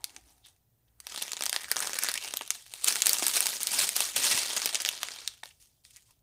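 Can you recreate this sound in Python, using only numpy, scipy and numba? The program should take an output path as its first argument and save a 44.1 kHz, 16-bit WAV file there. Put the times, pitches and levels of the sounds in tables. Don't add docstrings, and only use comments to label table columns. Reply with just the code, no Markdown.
import sys
import numpy as np
from scipy import signal
from scipy.fft import rfft, irfft
from scipy.io import wavfile
from scipy.ndimage import uniform_filter1d
from numba import njit

SR = 44100
rng = np.random.default_rng(int(sys.argv[2]) if len(sys.argv) > 2 else 0)


def materialize(psi):
    bounded = np.clip(np.atleast_2d(psi).T, -1, 1)
    quanta = np.round(bounded * 32767).astype(np.int16)
    wavfile.write(sys.argv[1], SR, quanta)


N = 274302
TIME = np.arange(N) / SR


def from_db(db):
    return 10 ** (np.asarray(db) / 20)


def rms_one(x):
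    return x / np.sqrt(np.mean(x ** 2) + 1e-20)


def in_time(rows):
    times, *columns = np.transpose(rows)
    return [np.interp(TIME, times, column) for column in columns]


def fade(clicks, seconds):
    return signal.lfilter([1], [1, -np.exp(-1 / (seconds * SR))], clicks + 1e-18)


def swell(time_s, half_s):
    return np.exp(-.5 * ((TIME - time_s) / half_s) ** 2)


def drift(rate_hz):
    r = np.exp(-2 * np.pi * rate_hz / SR)
    return rms_one(signal.lfilter([1], [1, -2 * r, r * r], rng.standard_normal(N + SR))[SR:])


def only(x, kind, hz, order=2):
    return signal.sosfilt(signal.butter(order, hz, kind, fs=SR, output="sos"), x)


def colour(x, spectrum, size=4096):
    hz, db = np.transpose(spectrum)
    log_hz = np.log(np.fft.rfftfreq(size, 1 / SR) + 1)
    gain = from_db(np.interp(log_hz, np.log(hz), db))
    cepstrum = irfft(np.log(gain))
    cepstrum[1:size // 2] *= 2
    cepstrum[size // 2 + 1:] = 0
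    return signal.fftconvolve(x, irfft(np.exp(rfft(cepstrum))))[:N]


def three_bands(x, low_hz=2200, high_hz=7000):
    def cut_twice(part, kind, hz):
        return only(only(part, kind, hz), kind, hz)
    upper = cut_twice(x, "high", low_hz)
    return cut_twice(x, "low", low_hz), cut_twice(upper, "low", high_hz), cut_twice(upper, "high", high_hz)


@njit
def ring_along(x, angle, r):
    y = np.zeros(len(x))
    for i in range(2, len(x)):
        push = (1 - r * r) / 2 * (x[i] - x[i - 2])
        y[i] = push + 2 * r * np.cos(angle[i]) * y[i - 1] - r * r * y[i - 2]
    return y


def resonance(x, hz, width_hz):
    angle = 2 * np.pi * np.minimum(hz, SR / 2) / SR * np.ones(N)
    return ring_along(x, angle, np.exp(-np.pi * width_hz / SR))


# (frequency [Hz], relative level [dB])
ROOM_SPECTRUM = [(20, -20), (57, -11.5), (80, -14), (115, -5.5), (160, -19), (400, -27), (800, -30),
                 (1100, -36), (2400, -44), (7500, -44), (15500, -29.5)]


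def room_tone(level_db=-71):
    return from_db(level_db) * rms_one(colour(rng.standard_normal(N), ROOM_SPECTRUM))


def hum(hz=57, width_hz=20, level_db=-75, waver_db=6):
    drone = resonance(resonance(rng.standard_normal(N), hz, width_hz), hz, width_hz)
    waver = from_db(waver_db * np.tanh(2 * drift(4)))
    return from_db(level_db) * rms_one(drone * waver)


def room_echo(x, level_db=-15.5, tail_s=0.23, wall_hz=10000, table_s=0.0036, table_db=3):
    t = TIME[:SR // 2]
    shape = from_db(-60 * t / tail_s) + from_db(table_db) * np.exp(-t / table_s)
    echoes = only(rng.standard_normal(len(t)) * shape * (t > .002), "low", wall_hz, order=1)
    echoes /= np.sqrt(np.sum(echoes ** 2))
    return from_db(level_db) * signal.fftconvolve(x, echoes)[:N]


# (time [s], half length [s], level [dB])
STRIP_FLAPS = [(3.807, 0.11, -61), (4.182, 0.021, -52), (4.355, 0.031, -54)]


def flaps(band_hz=(95, 290), lumpy_db=4):
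    air = only(rng.standard_normal(N), "band", band_hz, order=3)
    puffs = sum(from_db(db) * swell(time_s, half_s) for time_s, half_s, db in STRIP_FLAPS)
    return rms_one(air * from_db(lumpy_db * drift(30))) * puffs


# (time [s], half length [s], level [dB], pitch [Hz])
SKIN_RUBS = [(.01, 0.088, -63.5, 810), (0.154, 0.15, -72.5, 296), (0.252, 0.18, -74.5, 760),
             (0.462, 0.015, -56, 3600), (0.885, .004, -73.5, 3330), (5.511, 0.0047, -52, 2600),
             (5.973, 0.014, -64, 2130), (6.103, 0.011, -67, 970)]


def rubs(sharpness=6, uneven_db=3):
    friction = from_db(uneven_db * drift(30))
    out = np.zeros(N)
    for time_s, half_s, db, hz in SKIN_RUBS:
        rub = rms_one(friction * resonance(rng.standard_normal(N), hz, hz / sharpness))
        out += from_db(db) * swell(time_s, half_s) * rub
    return out


# (pitch [times the lowest], relative level [dB], time to fall 60 dB [s])
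BAG_TONES = [(1, 3, .018), (2.0, 1.5, .015), (2.4, -6.5, 0.015)]
# (time [s], level [dB], lowest tone [Hz])
FINGER_KNOCKS = [(2.411, -38, 420), (3.2242, -27.5, 340), (5.4328, -35, 910)]


def knocks(low_cut=0.8):
    out = np.zeros(N)
    for time_s, level_db, hz in FINGER_KNOCKS:
        start = round(time_s * SR)
        t = TIME[:min(SR // 10, N - start)]
        ring = sum(from_db(db - 60 * t / ring_s) * np.sin(2 * np.pi * hz * multiple * t)
                   for multiple, db, ring_s in BAG_TONES)
        out[start:start + len(t)] += from_db(level_db) * only(ring, "high", low_cut * hz, order=4)
    return out


# (time [s], pitch [Hz], strength [0-1])
HAND_HOLLOW = [(1.2, 3000, 0), (1.42, 3660, 0.3), (1.52, 1720, 0), (1.64, 1950, 1), (1.73, 1450, 0.7),
               (1.85, 1380, 0), (2.03, 1560, 0.66), (2.15, 1840, 0.85), (2.22, 2800, 0.76), (2.35, 2650, 0),
               (2.5, 2960, 0)]


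def cupped_hand(x, width_hz=300, gain=2.36):
    hz, strength = in_time(HAND_HOLLOW)
    return x + gain * strength * resonance(x, hz, width_hz)


def film_patches(x, low_hz=700, high_hz=10000, count=7, sharpness=10, scatter=.22, change_hz=20):
    out = x
    for hz in np.geomspace(low_hz, high_hz, count):
        wandering_hz = hz * np.exp(scatter * drift(change_hz))
        out = out + resonance(x, wandering_hz, hz / sharpness)
    return out


# (frequency [Hz], relative level [dB])
FILM_SPECTRUM = [(40, -41.5), (110, -29), (190, -13.5), (310, -7.5), (600, -7), (1100, -6.5), (2000, -3),
                 (3400, 0.5), (6700, -0.5), (7500, -2.5), (8500, 1), (11500, -6.5), (15500, -9)]


def film(power, highs_db, brightening=0.25):
    shaking = np.sqrt(power) * rng.standard_normal(N)
    sound = colour(film_patches(shaking), FILM_SPECTRUM)
    lows, mids, highs = three_bands(cupped_hand(sound))
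    dull = np.convolve(highs, [1 / 4, 1 / 2, 1 / 4], "same")
    tilt = from_db(brightening * np.clip(highs_db, -10, 5))
    return lows, mids, dull / tilt + (highs - dull) * tilt


# (time [s], level of mids [dB], lows vs mids [dB], highs vs mids [dB])
STEADY_PULL = [(0, -73, -1, -1.5), (0.4, -79.5, -6.5, 5.5), (0.66, -90, -6.5, 0), (0.98, -93, 9, 13),
               (1.1, -49.5, -9, -7), (1.65, -52, -1, 1.5), (1.8, -41.5, -2.5, 0), (2.12, -42, -4, -3.5),
               (2.7, -60.5, -10.5, 0), (2.95, -41.5, -6.5, 1), (3.4, -40.5, -7.5, 2), (4.13, -46, -9, 0),
               (4.4, -37, -9, -3), (4.75, -38.5, -7.5, -4.5), (5.25, -52, -9, -9.5), (5.55, -79, -13.5, 4),
               (5.75, -80, -20.5, 1.5), (6.22, -92, -12.5, 0.5)]
# (start [s], length [s], level [dB])
FINGER_GRIPS = [(0.085, 0.077, -67), (0.248, .06, -71), (0.45, 0.012, -64.5), (1.108, 0.042, -38.5),
                (1.185, 0.049, -40.5), (1.413, 0.055, -57.5), (1.511, 0.057, -46.5), (1.819, 0.029, -40),
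                (2.004, 0.045, -35.5), (2.229, 0.023, -42), (2.493, 0.082, -52), (2.706, .04, -56),
                (2.831, 0.023, -36.5), (2.87, 0.016, -29.5), (3.05, 0.097, -37.5), (3.18, 0.11, -38.5),
                (3.322, 0.065, -33.5), (3.442, 0.016, -36), (3.703, 0.07, -35.5), (3.773, 0.057, -31.5),
                (3.951, 0.087, -35.5), (4.151, 0.029, -32), (4.212, 0.16, -30.5), (4.554, 0.013, -32),
                (5.059, 0.13, -50.5), (5.434, 0.024, -59), (5.596, 0.04, -66), (5.837, .06, -64.5),
                (5.926, 0.029, -58.5), (6.05, 0.054, -70.5)]


def handling(rise_s=0.011, relax_s=0.043, grip_highs_db=1):
    pull_db, lows_db, highs_db = in_time(STEADY_PULL)
    grip_power = 0
    for start_s, length_s, db in FINGER_GRIPS:
        rise = np.clip((TIME - start_s) / rise_s, 0, 1)
        relax = np.exp(-np.clip(TIME - start_s - length_s, 0, 1) / relax_s)
        grip_power += (from_db(db) * rise * relax) ** 2
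    power = from_db(pull_db) ** 2 + grip_power
    return 10 * np.log10(power), lows_db, highs_db + grip_highs_db * grip_power / power


# (time [s], buckles and ticks [per s])
TICK_RATE = [(0, 160), (1.05, 118), (1.2, 164), (1.6, 110), (1.85, 235), (2.3, 166), (2.7, 112),
             (2.9, 1200), (3.5, 1340), (3.85, 3400), (4.35, 3200), (4.6, 396), (4.95, 190), (5.15, 1900),
             (5.4, 70)]


def rustle(size_db=5, clump_db=4, crack_s=0.00016, flutter_s=.0065, flutter_db=-19,
           slide_db=-17, light_touch_db=-70, smooth_s=0.056):
    level_db, lows_db, highs_db = handling()
    per_second = in_time(TICK_RATE)[0] * from_db(clump_db * drift(25))
    sizes = from_db(size_db * np.minimum(rng.exponential(1, N), 3.5))
    firmness = 1 / (1 + from_db(light_touch_db - level_db))
    ticks = (rng.random(N) < per_second / SR) * (firmness * sizes) ** 2
    flutter = from_db(flutter_db) ** 2 * fade(ticks, flutter_s)
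    power = fade(ticks, crack_s) + flutter + from_db(slide_db) ** 2
    span = int(smooth_s * SR)
    out = np.zeros(N)
    for band, offset_db in zip(film(power, highs_db), (lows_db, 0, highs_db)):
        local_power = uniform_filter1d(uniform_filter1d(band ** 2, span), span)
        out += band / np.sqrt(np.abs(local_power) + 1e-12) * from_db(level_db + offset_db)
    return out


# (time [s], level of mids [dB], lows vs mids [dB], highs vs mids [dB])
CREASE_SNAPS = [(0.0427, -31, -19, 5), (0.0955, -51, -22, -18), (0.1642, -40.5, -9, -11),
                (1.0024, -48.5, -7.5, 11), (1.069, -37, -6, 2.5), (1.2245, -30.5, -26, 3),
                (1.3185, -31.5, -17, -4.5), (1.333, -33, -7, 0.5), (1.3681, -33.5, -10, -11.5),
                (1.4089, -32.5, -1, -2), (1.4231, -28, -8, -6), (1.437, -35.5, -2, 8),
                (1.457, -33, -14, 5.5), (1.4639, -27, -9.5, -3), (1.4956, -29.5, -11.5, 3.5),
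                (1.5289, -26, -5, -3.5), (1.563, -23, -6.5, -10.5), (1.644, -38.5, -1, -10),
                (1.7153, -25.5, -1.5, 6), (1.7672, -26.5, -4, -3.5), (1.791, -38, -11.5, 6),
                (1.8043, -34.5, 1.5, 8), (1.9429, -37, -8.5, 3), (1.989, -35.5, -1, 13),
                (2.0359, -30.5, -5, 8), (2.087, -25, -6.5, -4), (2.1164, -36.5, -2, 6),
                (2.1406, -31, -17, 2.5), (2.177, -27.5, -22, -10), (2.3387, -34, -0.5, 4.5),
                (2.3711, -30, -20, 5.5), (2.4109, -45.5, 15.5, 4), (2.4771, -43, -10, 2),
                (2.5054, -23.5, -17.5, -1), (2.738, -37, -9, 0), (2.8444, -31.5, -20.5, 12.5),
                (2.8841, -26, -10, 8.5), (2.957, -28, -4, -1), (3.0206, -19.5, -19, -2),
                (3.0593, -27, -20, 5), (3.0686, -23.5, -13, 9), (3.0941, -22.5, -24.5, 4.5),
                (3.1322, -28, -26, 10), (3.267, -26.5, -12.5, 7), (3.2819, -32, -20, 11),
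                (3.4057, -32, -0.5, 15.5), (3.4681, -27.5, -8.5, 5.5), (3.6321, -40, -16, 17.5),
                (3.671, -25.5, -19.5, 1), (3.8912, -30.5, -6.5, 9.5), (3.965, -32, -2.5, 10.5),
                (4.0057, -25.5, -5, 3.5), (4.1649, -37, 2, 10.5), (4.5676, -34.5, -1.5, -8),
                (4.6588, -26.5, -4.5, 5), (4.7465, -25.5, -14, -4.5), (4.7548, -22, -19, -18.5),
                (4.8196, -40.5, -18, 12), (4.8502, -24, -10, -12), (4.861, -25.5, -11, -11),
                (4.8893, -21.5, -14.5, -4), (5.0316, -27.5, -2, -3), (5.086, -35, -4, -19),
                (5.2768, -25, -26, -6.5), (5.4357, -39.5, -2, -7), (5.4572, -44, -6, -7),
                (5.8515, -50.5, -18, -22)]


def snaps(crack_s=.00016, buckle_s=.00012, flutter_s=0.0028, flutter_db=-21,
          low_cut_hz=300, snap_samples=132):
    times, level_db, lows_db, highs_db = np.transpose(CREASE_SNAPS)
    starts = np.round(times * SR).astype(int)
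    flips = np.zeros(N)
    flips[starts] = 1
    giving_way = fade(flips[::-1], buckle_s)[::-1] - flips
    flutter = from_db(flutter_db) ** 2 * fade(flips, flutter_s)
    power = np.abs(giving_way) + fade(flips, crack_s) + flutter
    begun = np.searchsorted(starts - snap_samples, np.arange(N), "right")
    current = np.maximum(begun - 1, 0)
    windows = starts[:, None] + np.arange(snap_samples) - snap_samples // 10
    out = np.zeros(N)
    for band, offset_db in zip(film(power, highs_db[current]), (lows_db, 0, highs_db)):
        strength = np.sqrt(np.mean(band[windows] ** 2, axis=1))
        out += band * (from_db(level_db + offset_db) / strength)[current]
    return only(out, "high", low_cut_hz, order=1)


def scene():
    bags = snaps() + rustle() + knocks() + flaps() + rubs()
    return (room_tone() + bags + room_echo(bags) + hum())[None]


def record(dry):
    cutoff_hz = 15500
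    return signal.sosfilt(signal.ellip(10, .2, 80, cutoff_hz, fs=SR, output="sos"), dry)


dry = scene()
out = record(dry)
materialize(out)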